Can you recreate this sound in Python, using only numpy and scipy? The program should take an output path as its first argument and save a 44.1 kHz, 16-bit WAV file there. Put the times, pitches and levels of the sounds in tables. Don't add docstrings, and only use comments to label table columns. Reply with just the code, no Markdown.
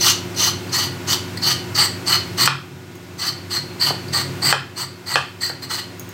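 import sys
import numpy as np
from scipy import signal
from scipy.fft import rfft, irfft, next_fast_len
from scipy.io import wavfile
from scipy.ndimage import uniform_filter1d, minimum_filter1d, map_coordinates

SR = 44100
rng = np.random.default_rng(int(sys.argv[2]) if len(sys.argv) > 2 else 0)


def bounce(signal):
    frames = np.transpose(np.atleast_2d(signal))
    limited = np.clip(frames, -1, 1)
    pcm = np.round(limited * 32767).astype(np.int16)
    wavfile.write(sys.argv[1], SR, pcm)


def makeup_ratio(level_db):
    decades = np.asarray(level_db, float) / 20
    return 10 ** decades


N = 270333
SENSE_S = 0.0025

# centre_hz, width_hz, relative_level_db
BLADE_MODES = [(4212, 83, 2.5), (4316, 40.7, 2.5), (4420, 164, -4), (4562, 72.4, 3), (4699, 64, 2.5),
               (4829, 82, 5.5), (5020, 205, -7)]
# centre_hz, width_hz, relative_level_db
TIP_MODES = [(1931, 130, 1), (7600, 800, -7.5), (8300, 400, -3.5)]
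# time_s, strongest_ring_hz, bite_place (0 heel - 1 tip)
GRIP_SHIFTS = [(.05, 4390, 0.17), (.45, 4270, 0.03), (.8, 4440, 0.32), (1.12, 4460, 0.28),
               (1.48, 4420, .35), (1.8, 4520, 0.77), (2.12, 4420, 0.58), (2.42, 4440, 0.7),
               (3.25, 4430, 0.65), (3.55, 4360, .85), (4.17, 4474, 0.74), (4.46, 4530, .8),
               (4.8, 4460, 0.88), (5.45, 4420, 0.84), (5.75, 4290, 0.76)]


def unit(x):
    return x / np.sqrt(np.mean(x ** 2) + 1e-20)


def along(points, hz):
    f, v = np.transpose(points)
    return np.interp(np.log(hz + 1), np.log(f + 1), v)


def curve(rows, column):
    rows = np.transpose(rows)
    return np.interp(np.arange(N) / SR, rows[0], rows[column])


def filtered(x, response):
    m = next_fast_len(N + SR // 2)
    hz = np.fft.rfftfreq(m, 1 / SR)
    return irfft(rfft(x, m) * response(hz), m)[..., :N]


def modes(table):
    def response(f):
        total = 0
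        for k, (centre, width, db) in enumerate(table):
            damping = 1j * f * width
            total = total + (-1) ** k * makeup_ratio(db) * damping / (centre * centre - f * f + damping)
        return total
    return response


def wobble(rate):
    knots = rng.standard_normal(int(N * rate / SR) + 9)
    coarse = np.arange(0, N + 64, max(1, min(64, int(SR / rate / 8))))
    return np.interp(np.arange(N), coarse, map_coordinates(knots, [coarse * rate / SR]))


def hum():
    # tone_hz, unsteadiness_hz, relative_level_db
    motor_tones = [(98.5, 8, 1.5), (121.7, 2.16, -3.5), (176.1, 1.98, -0.5), (237.5, 2.8, -13.5),
                   (269.4, 3.18, -5.5), (353.2, 4.13, -1.5), (368, 5.05, -4), (967, 3.32, -14),
                   (1453, 7.1, -11.5), (2133, 4.9, -16.5), (2630, 4.3, -16)]
    # frequency_hz, relative_density_db
    air_spectrum = [(20, -36), (60, -33), (90, -9), (200, -15.5), (350, -13), (420, -19.5), (1300, -25),
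                    (2200, -25.5), (3000, -29.5), (5000, -32), (8500, -37.5), (9700, -44.5), (11500, -40.5),
                    (15800, -42)]
    air_db = -33
    t = np.arange(N) / SR
    tones = 0
    for hz, width, db in motor_tones:
        level = makeup_ratio(db + 0.84 * wobble(width))
        turns = hz * t + 0.085 * wobble(width)
        tones = tones + level * np.sin(2 * np.pi * turns)
    air = unit(filtered(rng.standard_normal(N), lambda hz: makeup_ratio(along(air_spectrum, hz))))
    return makeup_ratio(air_db) * (makeup_ratio(-2.5) * tones + air)


def thrum():
    # centre_s, peak_db, half_length_s
    swells = [(0, -31.5, 0.11), (0.488, -30, .1), (0.763, -33.5, 0.08), (0.908, -30.5, 0.097),
              (1.1, -29, 0.062), (1.52, -27.5, 0.087), (1.804, -30.5, .08), (2.15, -31, .07),
              (2.524, -18.5, .1), (2.74, -27, .06), (3.32, -28, 0.08), (3.613, -28, .08),
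              (3.9, -25.5, 0.069), (4.122, -27, 0.099), (4.28, -27.5, 0.12), (4.485, -26.5, .06),
              (4.585, -21, 0.083), (4.86, -26.5, .07), (5.18, -23, 0.087), (5.533, -28.5, 0.065),
              (5.67, -33, .06)]
    t, swell = np.arange(N) / SR, np.zeros(N)
    for s, db, half in swells:
        near = slice(max(0, round((s - 2 * half) * SR)), round((s + 2 * half) * SR))
        swell[near] += makeup_ratio(db) * np.exp(-2 * ((t[near] - s) / half) ** 2)
    return swell * np.sin(2 * np.pi * (137 * t + 0.28 * wobble(8.6)))


def clinks():
    # start_s, relative_level_db
    contacts = [(2.955, -25), (5.996, -12.5), (6.091, -20.5)]
    # mode_hz, relative_level_db, t60_s
    metal_modes = [(6490, -16, 0.079), (6580, -7, 0.086), (10300, -12, 0.028), (13800, -12, .02),
                   (14600, 0, .025), (15200, -8, .02)]
    out, t = np.zeros(N + SR), np.arange(SR // 5) / SR
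    for s, db in contacts:
        ring = 0
        for hz, level, t60 in metal_modes:
            decay = makeup_ratio(level + rng.normal(0, 2) - 60 * t / t60)
            ring = ring + decay * np.sin(2 * np.pi * hz * t)
        crack = 0.68 * makeup_ratio(-60 * t / 0.012) * rng.standard_normal(len(t))
        out[round(s * SR):][:len(t)] += makeup_ratio(db - 8.5) * (ring + crack)
    return out[:N]


def touches():
    # start_s, relative_level_db
    contacts = [(.345, -28), (0.691, -31), (1.372, -17), (4.082, -26.5), (5.622, -16)]
    noise, t = np.zeros(N), np.arange(SR // 20) / SR
    for s, db in contacts:
        noise[round(s * SR):][:len(t)] += makeup_ratio(db - 60 * t / 0.042) * rng.standard_normal(len(t))
    blade = makeup_ratio(8.5) * filtered(noise, modes(BLADE_MODES))
    tip = makeup_ratio(2) * filtered(noise, modes(TIP_MODES))
    return blade + tip + makeup_ratio(-16) * noise


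def knocks():
    # start_s, rms_db over the first SENSE_S, highest_driven_hz
    blows = [(2.4756, 2, 4570), (3.9066, -14, 960), (4.5264, 2.5, 5040), (5.157, 2, 5060),
             (5.4991, -16, 1450)]
    # mode_hz, relative_level_db, t60_s
    board_modes = [(585, 1.5, 0.008), (782, -2, 0.018), (1220, -2, 0.027), (1409, 9, 0.013),
                   (1670, 10.5, 0.0096), (2480, 7, 0.011), (3073, 2, 0.022), (3500, -23, 0.0019),
                   (5230, 0.5, 0.021), (6660, -52, 0.0014)]
    out, t = np.zeros(N), np.arange(SR // 12) / SR
    no_bass = signal.butter(4, 380, "high", fs=SR, output="sos")
    for s, db, hard_hz in blows:
        ring = 0
        for hz, level, t60 in board_modes:
            decay = makeup_ratio(level + rng.normal(0, 2.5) - 60 * t / t60)
            driven = decay / (1 + (hz / hard_hz) ** 4)
            ring = ring + driven * np.sin(2 * np.pi * hz * t)
        crack = makeup_ratio(-60 * t / 0.0081) * rng.standard_normal(len(t))
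        crack[6] += makeup_ratio(18.5)
        contact_band = signal.butter(2, [hard_hz / 4.2, hard_hz], "band", fs=SR, output="sos")
        ring = ring + makeup_ratio(10) * signal.sosfilt(contact_band, crack)
        onset = 1 - np.exp(-t / 0.00038)
        ring = signal.sosfilt(no_bass, ring * onset)
        first_rms = np.std(ring[:round(SENSE_S * SR)])
        out[round(s * SR):][:len(t)] -= makeup_ratio(db) * ring / first_rms
    return out


def stroke_levels():
    # start_s, length_s, pressure_db, pressure_peak (0-1 of the length), main_ring_extra_db
    strokes = [(-.01, 0.15, -25, 0.46, -1), (0.356, 0.15, -27, 0.77, 0), (0.712, .17, -30.5, 0.26, 1.5),
               (1.065, 0.11, -29.5, 0.5, 1.5), (1.414, 0.13, -28.5, 0.47, 4),
               (1.744, 0.13, -28.5, 0.43, 0.5), (2.056, 0.12, -28.5, 0.53, 1),
               (2.368, 0.088, -26, 0.66, -0.5), (2.446, .024, -18.5, 0.7, -9), (3.178, .13, -29, 0.74, 0.5),
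               (3.497, 0.099, -30, 0.5, 0.5), (3.794, 0.12, -27, 0.22, -0.5), (4.12, 0.11, -29, 0.28, 1),
               (4.417, 0.11, -27.5, 0.6, 3), (4.757, 0.1, -30, 0.52, -1), (5.057, 0.11, -29.5, 0.47, 1),
               (5.401, 0.11, -31, 0.25, 3), (5.615, 0.049, -35, 0.2, -3), (5.69, 0.12, -28.5, 0.23, -1.5)]
    # (ratio, dB per dB)
    layers = [(-1.5, -1.5, 4, 0.5, 1.05), (5.5, 14, -2.5, 1.5, 0.74), (-1.5, 3.5, 4, 1.5, .9),
              (8, -4, -3, 2, 0.81), (-7, 7.5, 2, 2, .9), (5.5, 2, 4, 2, 1)]
    bite_s, lift_s, edge_db = 0.015, 0.015, 13.5
    arch_db = 14.5, 7
    t, bite = np.arange(N) / SR, curve(GRIP_SHIFTS, column=2)
    heel_db, tip_db, gained_db, wander_db, follows = np.transpose(layers)[..., None]
    level_db = np.full((len(layers), N), -140.)
    for start, length, db, peak, ring_db in strokes:
        now = (t >= start) & (t <= start + length)
        age, peak = t[now] - start, np.clip(peak, 0.05, 0.95)
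        done = age / length
        off_peak = np.where(done < peak, 1 - done / peak, (done - peak) / (1 - peak))
        edges = np.maximum(1 - age / bite_s, 0) + np.maximum(1 - (length - age) / lift_s, 0)
        sag_db = np.interp(bite[now], [0, 1], arch_db) * off_peak ** 2 + edge_db * edges
        place_db = heel_db + (tip_db - heel_db) * bite[now]
        level_db[:, now] = db - follows * sag_db + place_db + gained_db * (done - 0.5)
        level_db[1, now] += ring_db
    wander = np.array([wobble(25) for _ in layers])
    return level_db + wander_db * wander


def patchy(x, depth_db):
    z = signal.stft(x, nperseg=256)[2]
    field = uniform_filter1d(rng.standard_normal(z.shape), size=5, axis=0)
    field = uniform_filter1d(field, size=7, axis=1)
    return signal.istft(z * makeup_ratio(depth_db * unit(field)), nperseg=256)[1][:N]


def ringing(force, tear, spread_hz):
    centre = curve(GRIP_SHIFTS, column=1)
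    near = np.array([0.35 + np.exp(-((hz - centre) / spread_hz) ** 2) for hz, _, _ in BLADE_MODES])
    near /= np.sqrt(np.mean(near ** 2, axis=0))
    ring = 0
    for k, (share, mode) in enumerate(zip(near, BLADE_MODES)):
        ring = ring + (-1) ** k * filtered(share * force, modes([mode]))
    return ring / np.std(filtered(tear, modes(BLADE_MODES)))


def scrape():
    # frequency_hz, relative_density_db
    hiss = [(6000, -11), (9000, -12), (9900, -8.5), (11200, -1.5), (12800, 6), (15200, 6), (15800, 1)]
    # centre_hz, width_hz, relative_level_db
    body_modes = [(906, 270, -3.5), (1193, 129, 5.5), (1345, 363, 0)]
    # centre_hz, width_hz, relative_level_db
    heel_modes = [(5420, 1340, -0.5), (5762, 103, 5), (6082, 170, 5.5), (6640, 2600, -11.5)]
    # centre_hz, width_hz, relative_level_db
    low_modes = [(2962, 176, 0), (3076, 193, 0), (3910, 1770, -10.5)]
    gains = uniform_filter1d(makeup_ratio(stroke_levels()), size=300, axis=1)
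    grain = makeup_ratio(1.3 * wobble(70) + 1.3 * wobble(350) + 1.48 * wobble(1500))
    colours = [lambda hz: makeup_ratio(along(hiss, hz)), None, modes(body_modes),
               modes(heel_modes), modes(TIP_MODES), modes(low_modes)]
    out = 0
    for gain, colour in zip(gains, colours):
        tear = unit(grain * patchy(rng.standard_normal(N), depth_db=2.5))
        if colour is None:
            out = out + ringing(gain * tear, tear, spread_hz=195)
        else:
            out = out + filtered(gain * tear, colour) / np.std(filtered(tear, colour))
    return out


def kitchen(x, wet_db):
    # frequency_hz, t60_s
    room_decay = [(300, 0.2), (1500, 0.33), (3500, 0.4), (4500, 0.34), (6000, 0.3), (9000, 0.28),
                  (15000, 0.19)]
    step = SR // 3
    out = np.pad(x, (0, SR + step))
    for i in range(0, N, step):
        hz, t, z = signal.stft(rng.standard_normal(SR // 2), SR, nperseg=256)
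        decay = makeup_ratio(-60 * t / along(room_decay, hz)[:, None])
        tail = signal.istft(z * decay, SR, nperseg=256)[1]
        wet = signal.fftconvolve(x[i:i + step], tail / np.linalg.norm(tail))
        out[i + 90:][:len(wet)] += makeup_ratio(wet_db) * wet
    return out[:N]


def scene():
    blade = kitchen(scrape() + touches() + clinks(), wet_db=-5.0)
    board = kitchen(knocks(), wet_db=-2.0)
    mono = blade + board + hum() + thrum()
    return np.array([mono, mono])


def gain_control(x):
    ceiling_db, ahead_s, duck_s = -6, 0.0025, 0.00042
    hold_s, recover_db_per_s = 0.39, 5.5
    sense = round(SENSE_S * SR)
    power = signal.lfilter(np.ones(sense) / sense, 1, x[0] ** 2)
    needed_db = np.minimum(ceiling_db - 10 * np.log10(power + 1e-12), 0)
    hold = 2 * round(hold_s * SR / 2)
    held_db = minimum_filter1d(needed_db, size=hold + 1, origin=hold // 2, mode="constant")
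    climb_db = recover_db_per_s * np.arange(N) / SR
    gain_db = climb_db + np.minimum.accumulate(held_db - climb_db)
    ahead = round(ahead_s * SR)
    gain_db = np.pad(gain_db[ahead:], (0, ahead), mode="edge")
    keep = np.exp(-1 / (duck_s * SR))
    return x * makeup_ratio(signal.lfilter([1 - keep], [1, -keep], gain_db))


def roll_off(x):
    return signal.sosfilt(signal.butter(12, 16680, fs=SR, output="sos"), x)


def record(dry):
    # frequency_hz, gain_db
    difference = [(2500, -80), (4400, -50.5), (9000, -37.5), (13000, -25.5)]
    side = filtered(dry[0] * wobble(2100), lambda hz: makeup_ratio(along(difference, hz)))
    x = gain_control(dry + [side, -side])
    x = x / (1 + np.abs(x / 1.02) ** 6) ** (1 / 6)
    mix = filtered(x, lambda hz: hz < 15830)
    return roll_off(mix)


dry = scene()
out = record(dry)
bounce(out)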